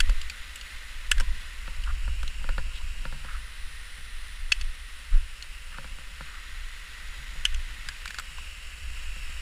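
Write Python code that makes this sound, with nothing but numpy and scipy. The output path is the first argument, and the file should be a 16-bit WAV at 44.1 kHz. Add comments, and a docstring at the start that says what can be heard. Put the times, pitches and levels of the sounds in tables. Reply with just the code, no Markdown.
"""A frozen waterfall, heard from a camera microphone on the helmet of a climber swinging two ice axes.
Meltwater hisses nearby, changing colour as the head looks up and down; air rumbles on the microphone.
Straps rub, boots scrape and dull bumps come through the mount. At arm's length each pick crunches
in with one dry knock; ice chips and gear tick after it."""
import sys
import numpy as np
from scipy import signal
from scipy.fft import rfft, irfft, next_fast_len
from scipy.io import wavfile
from scipy.ndimage import uniform_filter1d, map_coordinates

SR = 44100
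rng = np.random.default_rng(int(sys.argv[2]) if len(sys.argv) > 2 else 0)


def wav_record(signal):
    """Record a signal, one row per channel, as 16-bit PCM in the file named by sys.argv[1]."""
    frames = np.transpose(np.atleast_2d(signal))
    bounded = np.clip(frames, -1, 1)
    # unit amplitude maps onto the largest positive 16-bit level
    quanta = np.round(bounded * 32767).astype(np.int16)
    wavfile.write(sys.argv[1], SR, quanta)


N = 414981


def amp(db):
    """Decibels to gain."""
    return 10 ** (np.asarray(db) / 20)


def unit(x):
    """Scale to rms 1."""
    return x / np.sqrt(np.mean(x ** 2) + 1e-20)


def wobble(rate):
    """A smooth random curve, rate knots a second."""
    return map_coordinates(rng.standard_normal(int(N * rate / SR) + 4), [np.arange(N) * rate / SR])


def swell(s, rise, fall):
    """A gain that grows to 1 at time s and dies away, with time constants in seconds."""
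    t = np.arange(N) / SR - s
    return np.exp(np.minimum(t / rise, -t / fall))


def colour(points, hz):
    """Gain through (frequency [Hz], level [dB]) points on a log axis."""
    freqs, db = np.transpose(points)
    return amp(np.interp(np.log(hz + 1), np.log(freqs), db))


def shade(bands, hz):
    """Sum in dB of smooth humps and dips (centre [Hz], width [Hz], gain [dB])."""
    return sum(db * np.exp(-((hz - centre) / width) ** 2) for centre, width, db in bands)


def resonances(modes, hz):
    """Response of damped modes (centre [Hz], width [Hz], level [dB]), alternating in sign."""
    return sum((-1) ** k * amp(db) * 1j * hz * width / (centre ** 2 - hz ** 2 + 1j * hz * width)
               for k, (centre, width, db) in enumerate(modes))


def filtered(x, response):
    """Pass x through a response given as a function of frequency."""
    size = next_fast_len(len(x) + SR // 10)
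    return irfft(rfft(x, size) * response(np.fft.rfftfreq(size, 1 / SR)), size)[:len(x)]


def add(track, s, sound):
    """Lay a sound into a track so that its contact, 10 ms in, falls at time s."""
    at = round(s * SR) - SR // 100 + np.arange(len(sound))
    inside = (at >= 0) & (at < N)
    track[at[inside]] += sound[inside]


def crunch(length, crumble_db, crumble_t60, evenness):
    """Force of one contact: a brief swell of tiny fractures, then crumbs settling."""
    t = np.maximum(np.arange(SR // 4) - SR // 100, 0) / SR
    fractures = np.sin(np.pi * np.minimum(t / length, 1)) ** 2
    crumbs = amp(crumble_db - 60 * t / crumble_t60) * np.minimum(t / length, 1)
    spectrum = rfft(rng.standard_normal(len(t)) * np.sqrt(fractures + crumbs ** 2))
    # many fractures together push about equally at all frequencies
    return irfft(spectrum / (np.abs(spectrum) + 1e-9) ** evenness, len(t)) * (t > 0)


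# The head, carrying the microphone: (look up [s], look down [s], turn right [0-1], bow [0-1])
HEAD_MOVES = [(-.3, 1.79, .5, 0.84), (3.2, 5.1, 0, 0.49), (6.15, 8.05, 0.6, .9)]

def head_pose(turn_s=0.59):
    """How far the head is bowed and turned right (0-1) as it aims, then looks down at the feet."""
    t = np.arange(N) / SR
    after = lambda s: np.clip(0.5 + (t - s) / turn_s, 0, 1)
    ends = [move[0] for move in HEAD_MOVES[1:]] + [np.inf]
    down, right = np.zeros(N), np.zeros(N)
    for (up_s, down_s, turn, bow), end_s in zip(HEAD_MOVES, ends):
        right += turn * (after(up_s) - after(down_s))
        down += bow * (after(down_s) - after(end_s))
    return down, right


# Meltwater near the climber: (time [s], relative level [dB])
WATER_LEVEL = [(0, -44), (1.6, -45), (5.9, -46), (7, -45), (8.3, -44.5), (9.4, -43)]
# Its hiss: (frequency [Hz], level [dB])
WATER_SPECTRUM = [(200, -12), (380, -18.5), (520, -13.5), (720, -19), (1000, -10.5), (1450, -3), (2000, -1),
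                  (2900, -3.5), (4000, -9.5), (5600, -13), (7000, -15.5), (10300, -18), (11800, -23.5),
                  (15500, -27)]
# Bands that head and ice wall favour or shade in each pose: (centre [Hz], width [Hz], gain [dB])
TINT_UP = [(1700, 50, -6.5), (1900, 160, 3.5), (2320, 107, -4), (3470, 38, 5), (3990, 270, 3.5),
           (6400, 580, -3), (9550, 710, 7.5), (10830, 290, 3)]
TINT_DOWN = [(1960, 1300, -2), (2744, 280, 8.5), (3525, 180, -5.5), (4170, 85, -6.5), (5420, 150, 4),
             (6060, 290, -7.5), (7570, 770, 5), (8800, 300, -4), (9600, 420, 5), (11200, 890, -4.5)]
TINT_RIGHT = [(2200, 1300, 2.5), (6880, 190, 12.5), (8100, 200, 6.5), (9370, 990, -8)]

def meltwater():
    """A fine splashing hiss nearby, whose colour follows the pose of the head."""
    t = np.arange(N) / SR
    splash = rng.standard_normal(N) * amp(0.73 * wobble(300) + 0.29 * wobble(9.7))
    hiss = unit(filtered(splash, lambda hz: colour(WATER_SPECTRUM, hz)))
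    freqs, frame_s, frames = signal.stft(hiss, SR, nperseg=1024)
    down, right = [np.interp(frame_s, t, share) for share in head_pose()]
    views = [(TINT_UP, 1 - down), (TINT_DOWN, down), (TINT_RIGHT, right)]
    tint_db = sum(np.outer(shade(bands, freqs), share) for bands, share in views)
    tinted = signal.istft(frames * amp(tint_db), SR, nperseg=1024)[1][:N]
    level_db = np.interp(t, *np.transpose(WATER_LEVEL))
    return amp(level_db - 1.52) * tinted


# The body reaches or pulls up: (time [s], rise [s], fall [s], air level [dB], strap level [dB])
BODY_PULLS = [(1.92, 0.15, 0.73, -30, -57), (5.15, 0.031, 0.063, -31.5, -55),
              (7.28, 0.15, 0.85, -44.5, -56), (8.83, 0.056, 0.37, -41, -70)]

def airflow(rest_db=-47):
    """Relative strength of the air passing the microphone: more after each swing and with each pull."""
    swings = [amp(db) * swell(s + 0.093, rise=0.059, fall=0.071) for s, *_, db in AXE_BLOWS]
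    pulls = [amp(db) * swell(s, rise, fall) for s, rise, fall, db, _ in BODY_PULLS]
    return np.hypot(amp(rest_db), np.linalg.norm(swings + pulls, axis=0))


# Eddies right at the microphone: (frequency [Hz], level [dB])
EDDY_SPECTRUM = [(8, -3.5), (20, 5), (45, -4), (62, -6), (75, -16), (95, -27), (130, -36), (900, -120)]

def air_rumble(lump_db=2, lumps_per_s=9):
    """Slow eddies push on the microphone in lumps, as hard as the air flows."""
    eddies = unit(filtered(rng.standard_normal(N), lambda hz: colour(EDDY_SPECTRUM, hz)))
    flutter = filtered(eddies, lambda hz: hz > 38)
    envelope = np.sqrt(uniform_filter1d(np.abs(signal.hilbert(flutter)) ** 2, size=7000))
    lumps = amp(lump_db * wobble(lumps_per_s))
    push = amp(6.5) * airflow() * unit(lumps * eddies / envelope)
    return filtered(push, lambda hz: colour([(80, 3), (160, -22.5), (500, -38)], hz))


def friction(rough_db, rate):
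    """Stick and slip: noise whose level jumps about rate times a second."""
    return rng.standard_normal(N) * amp(rough_db * wobble(rate))


def straps(rest_db=-68):
    """Straps rub on the helmet beside the microphone, shifting around every bump and pull."""
    jolts = [amp(db - 25) * swell(s, rise=0.08, fall=0.21) for s, db in MOUNT_BUMPS]
    pulls = [amp(db) * swell(s, rise, fall) for s, rise, fall, _, db in BODY_PULLS]
    load = np.hypot(amp(rest_db), np.linalg.norm(jolts + pulls, axis=0))
    shell = lambda hz: resonances(HELMET_MODES, hz) + amp(-13) * resonances(MOUNT_MODES[:2], hz)
    return amp(-2) * load * unit(filtered(friction(rough_db=5.5, rate=59), shell))


# Boots and points, a body's length below: (time [s], length [s], centre [Hz], level [dB])
BOOT_SCUFFS = [(1.857, 0.064, 1350, -38.5), (2.728, 0.07, 3280, -48), (3.212, 0.2, 1460, -44.5),
               (5.115, 0.067, 1480, -44.5), (5.713, 0.077, 1390, -43.5), (6.258, 0.18, 1420, -49.5)]

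def boots():
    """Boots scrape the ice in short grainy strokes."""
    out = np.zeros(N)
    grit = friction(rough_db=4.0, rate=260)
    for s, length, centre, db in BOOT_SCUFFS:
        stroke = np.sin(np.pi * np.clip((np.arange(N) / SR - s) / length, 0, 1))
        scrape = filtered(grit, lambda hz: resonances([(centre, 0.42 * centre, 0)], hz) ** 2)
        out += amp(db) * stroke * unit(scrape)
    return out


# Bumps reaching the microphone through its mount: (time [s], relative level [dB])
MOUNT_BUMPS = [(0.093, -31), (1.204, -30.5), (1.676, -35), (2.076, -36), (2.23, -37.5), (2.441, -34),
               (2.489, -27.5), (2.579, -25.5), (3.052, -29.5), (3.123, -37), (3.246, -37.5), (3.979, -49),
               (5.782, -31.5), (5.843, -37), (5.984, -40.5), (6.206, -33), (9.161, -44), (9.292, -50)]
# Modes of the mount and of the helmet shell under it: (centre [Hz], width [Hz], level [dB])
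MOUNT_MODES = [(525, 44, 0), (950, 133, -2.5), (1420, 128, 3), (1764, 91, -0.5), (2360, 660, -11.5),
               (4570, 750, -18)]
HELMET_MODES = [(134, 8.1, 5), (204, 30, -5), (323, 38, -14)]

def bumps():
    """Jolts of the body knock the camera mount and make the helmet shell thud."""
    out = np.zeros(N)
    for s, db in MOUNT_BUMPS:
        force = crunch(length=0.00362, crumble_db=-10, crumble_t60=0.071, evenness=1)
        knock = filtered(force, lambda hz: resonances(MOUNT_MODES, hz))
        thud = filtered(force, lambda hz: resonances(HELMET_MODES, hz))
        add(out, s, amp(db - 20) * unit(knock))
        add(out, s, amp(0.57 * db - 38.5) * unit(thud))  # grows more slowly than the knock
    return out


def gully_echo(x, t60):
    """Rock and trees around the fall scatter a short answer."""
    t = np.arange(SR // 2) / SR
    tail = rng.standard_normal(len(t)) * amp(-60 * t / t60)
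    return signal.fftconvolve(x, tail / np.linalg.norm(tail))[:N]


# Ice chips and gear close by: (time [s], relative level [dB], low ring [Hz], upper ring [Hz])
CHIP_TICKS = [(.2143, -25, 2970, 4700), (0.2977, -21, 2500, 4600), (.557, -27.5, 2820, 7850),
              (0.6108, -27.5, 2750, 4400), (1.1806, -24, 1590, 2720), (1.199, -18.5, 1530, 5540),
              (1.837, -29, 2750, 3130), (2.2295, -27, 1440, 1690), (2.277, -25, 2880, 4100),
              (5.424, -25.5, 2840, 4300), (7.8866, -19, 1610, 4850), (8.0557, -22, 1500, 2434),
              (8.077, -24.5, 2380, 4650), (8.1052, -24, 1670, 2600), (8.1435, -26.5, 1600, 4640),
              (8.1851, -18.5, 1460, 4600), (8.1956, -23.5, 1360, 7940), (8.382, -31, 1030, 1650)]
# Breaking ice, in chips and under the pick: (frequency [Hz], level [dB])
CRACK_SPECTRUM = [(200, -17), (450, -7.5), (700, -24), (1000, -2), (2500, 8), (4000, 2.5), (9000, -4.5),
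                  (12000, -14), (15500, -20)]

def chips(mid_hz=2110, bright_db_per_octave=4):
    """Small hard contacts: each piece ticks and rings at its own pitches, the small ones brightest."""
    out = np.zeros(N)
    for s, db, low_hz, upper_hz in CHIP_TICKS:
        force = crunch(length=0.0021, crumble_db=1.5, crumble_t60=0.03, evenness=0.33)
        upper_db = -3 + bright_db_per_octave * np.log2(low_hz / mid_hz)
        modes = [(low_hz, 190, 0), (upper_hz, 220, upper_db), (1.564 * upper_hz, 420, upper_db - 13)]
        chip = filtered(force, lambda hz: resonances(modes, hz) + amp(-20.5) * colour(CRACK_SPECTRUM, hz))
        add(out, s, amp(db - 26.5) * unit(chip))
    return out


# Picks biting at arm's length: (time [s], relative level [dB], main ring [Hz], its gain [dB],
# upper ring [Hz], its gain [dB], shaft knock [dB], splinter [dB], bite length [s], air push [dB])
AXE_BLOWS = [(.0022, -6.5, 2730, 0.5, 4610, 25, 4, 4, 0.0046, -24.5),
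             (1.113, -3.5, 2930, 7.5, 7450, 8, 5.5, 5, 0.006, -24),
             (4.518, -2.5, 2620, 4.5, 4490, 16.5, 0.5, -5, 0.008, -36),
             (7.4510, -5, 3020, 11, 6040, 10, 0.5, 1, 0.0037, -31)]
# Modes of the axe held in the ice: (centre [Hz], width [Hz], level [dB])
AXE_MODES = [(1477, 135, -3), (1740, 80, 1), (2020, 94, -5.5), (2640, 148, 7), (2980, 110, 3),
             (3314, 150, 4.5), (4436, 200, -13), (5070, 104, -2), (6020, 210, -13), (6330, 120, -3.5),
             (7380, 430, -12.5), (8080, 150, -5), (10300, 570, -20)]

def axes(tick_delay_s=0.0925, tick_length_s=0.004):
    """The pick breaks in, then gives a weaker, brighter tick; its grip in the ice favours two rings."""
    out = np.zeros(N)
    for s, db, ring_hz, ring_db, upper_hz, upper_db, knock_db, splinter_db, length, _ in AXE_BLOWS:
        def axe_in_ice(hz):
            grip = amp(shade([(ring_hz, 200, ring_db), (upper_hz, 200, upper_db)], hz))
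            # a solid hold knocks low in the shaft; brittle ice splinters in the treble
            bite = colour([(1750, knock_db), (2300, 0), (6400, 0), (8000, splinter_db)], hz)
            return bite * (resonances(AXE_MODES, hz) * grip + amp(-17) * colour(CRACK_SPECTRUM, hz))

        def contact(seconds):
            force = crunch(seconds, crumble_db=-2.5, crumble_t60=0.033, evenness=0.62)
            return filtered(force, axe_in_ice)

        tick = filtered(contact(tick_length_s), lambda hz: colour([(3000, 0), (4800, 4.5)], hz))
        add(out, s, amp(db - 27) * unit(contact(length)))
        add(out, s + tick_delay_s, amp(db - 47) * unit(tick))
    return out


def scene():
    """Blows and chips in the open air, over the climber's movements and the water, in mono."""
    hits = axes() + chips()
    echo = amp(-26) * gully_echo(hits, t60=0.31)
    return (hits + echo + bumps() + straps() + boots() + air_rumble() + meltwater())[None]


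def record(dry):
    """The helmet camera keeps nothing above its band limit."""
    top_hz = 15500
    return filtered(dry[0], lambda hz: 1 / (1 + (hz / top_hz) ** 120))[None]


dry = scene()
out = record(dry)
wav_record(out)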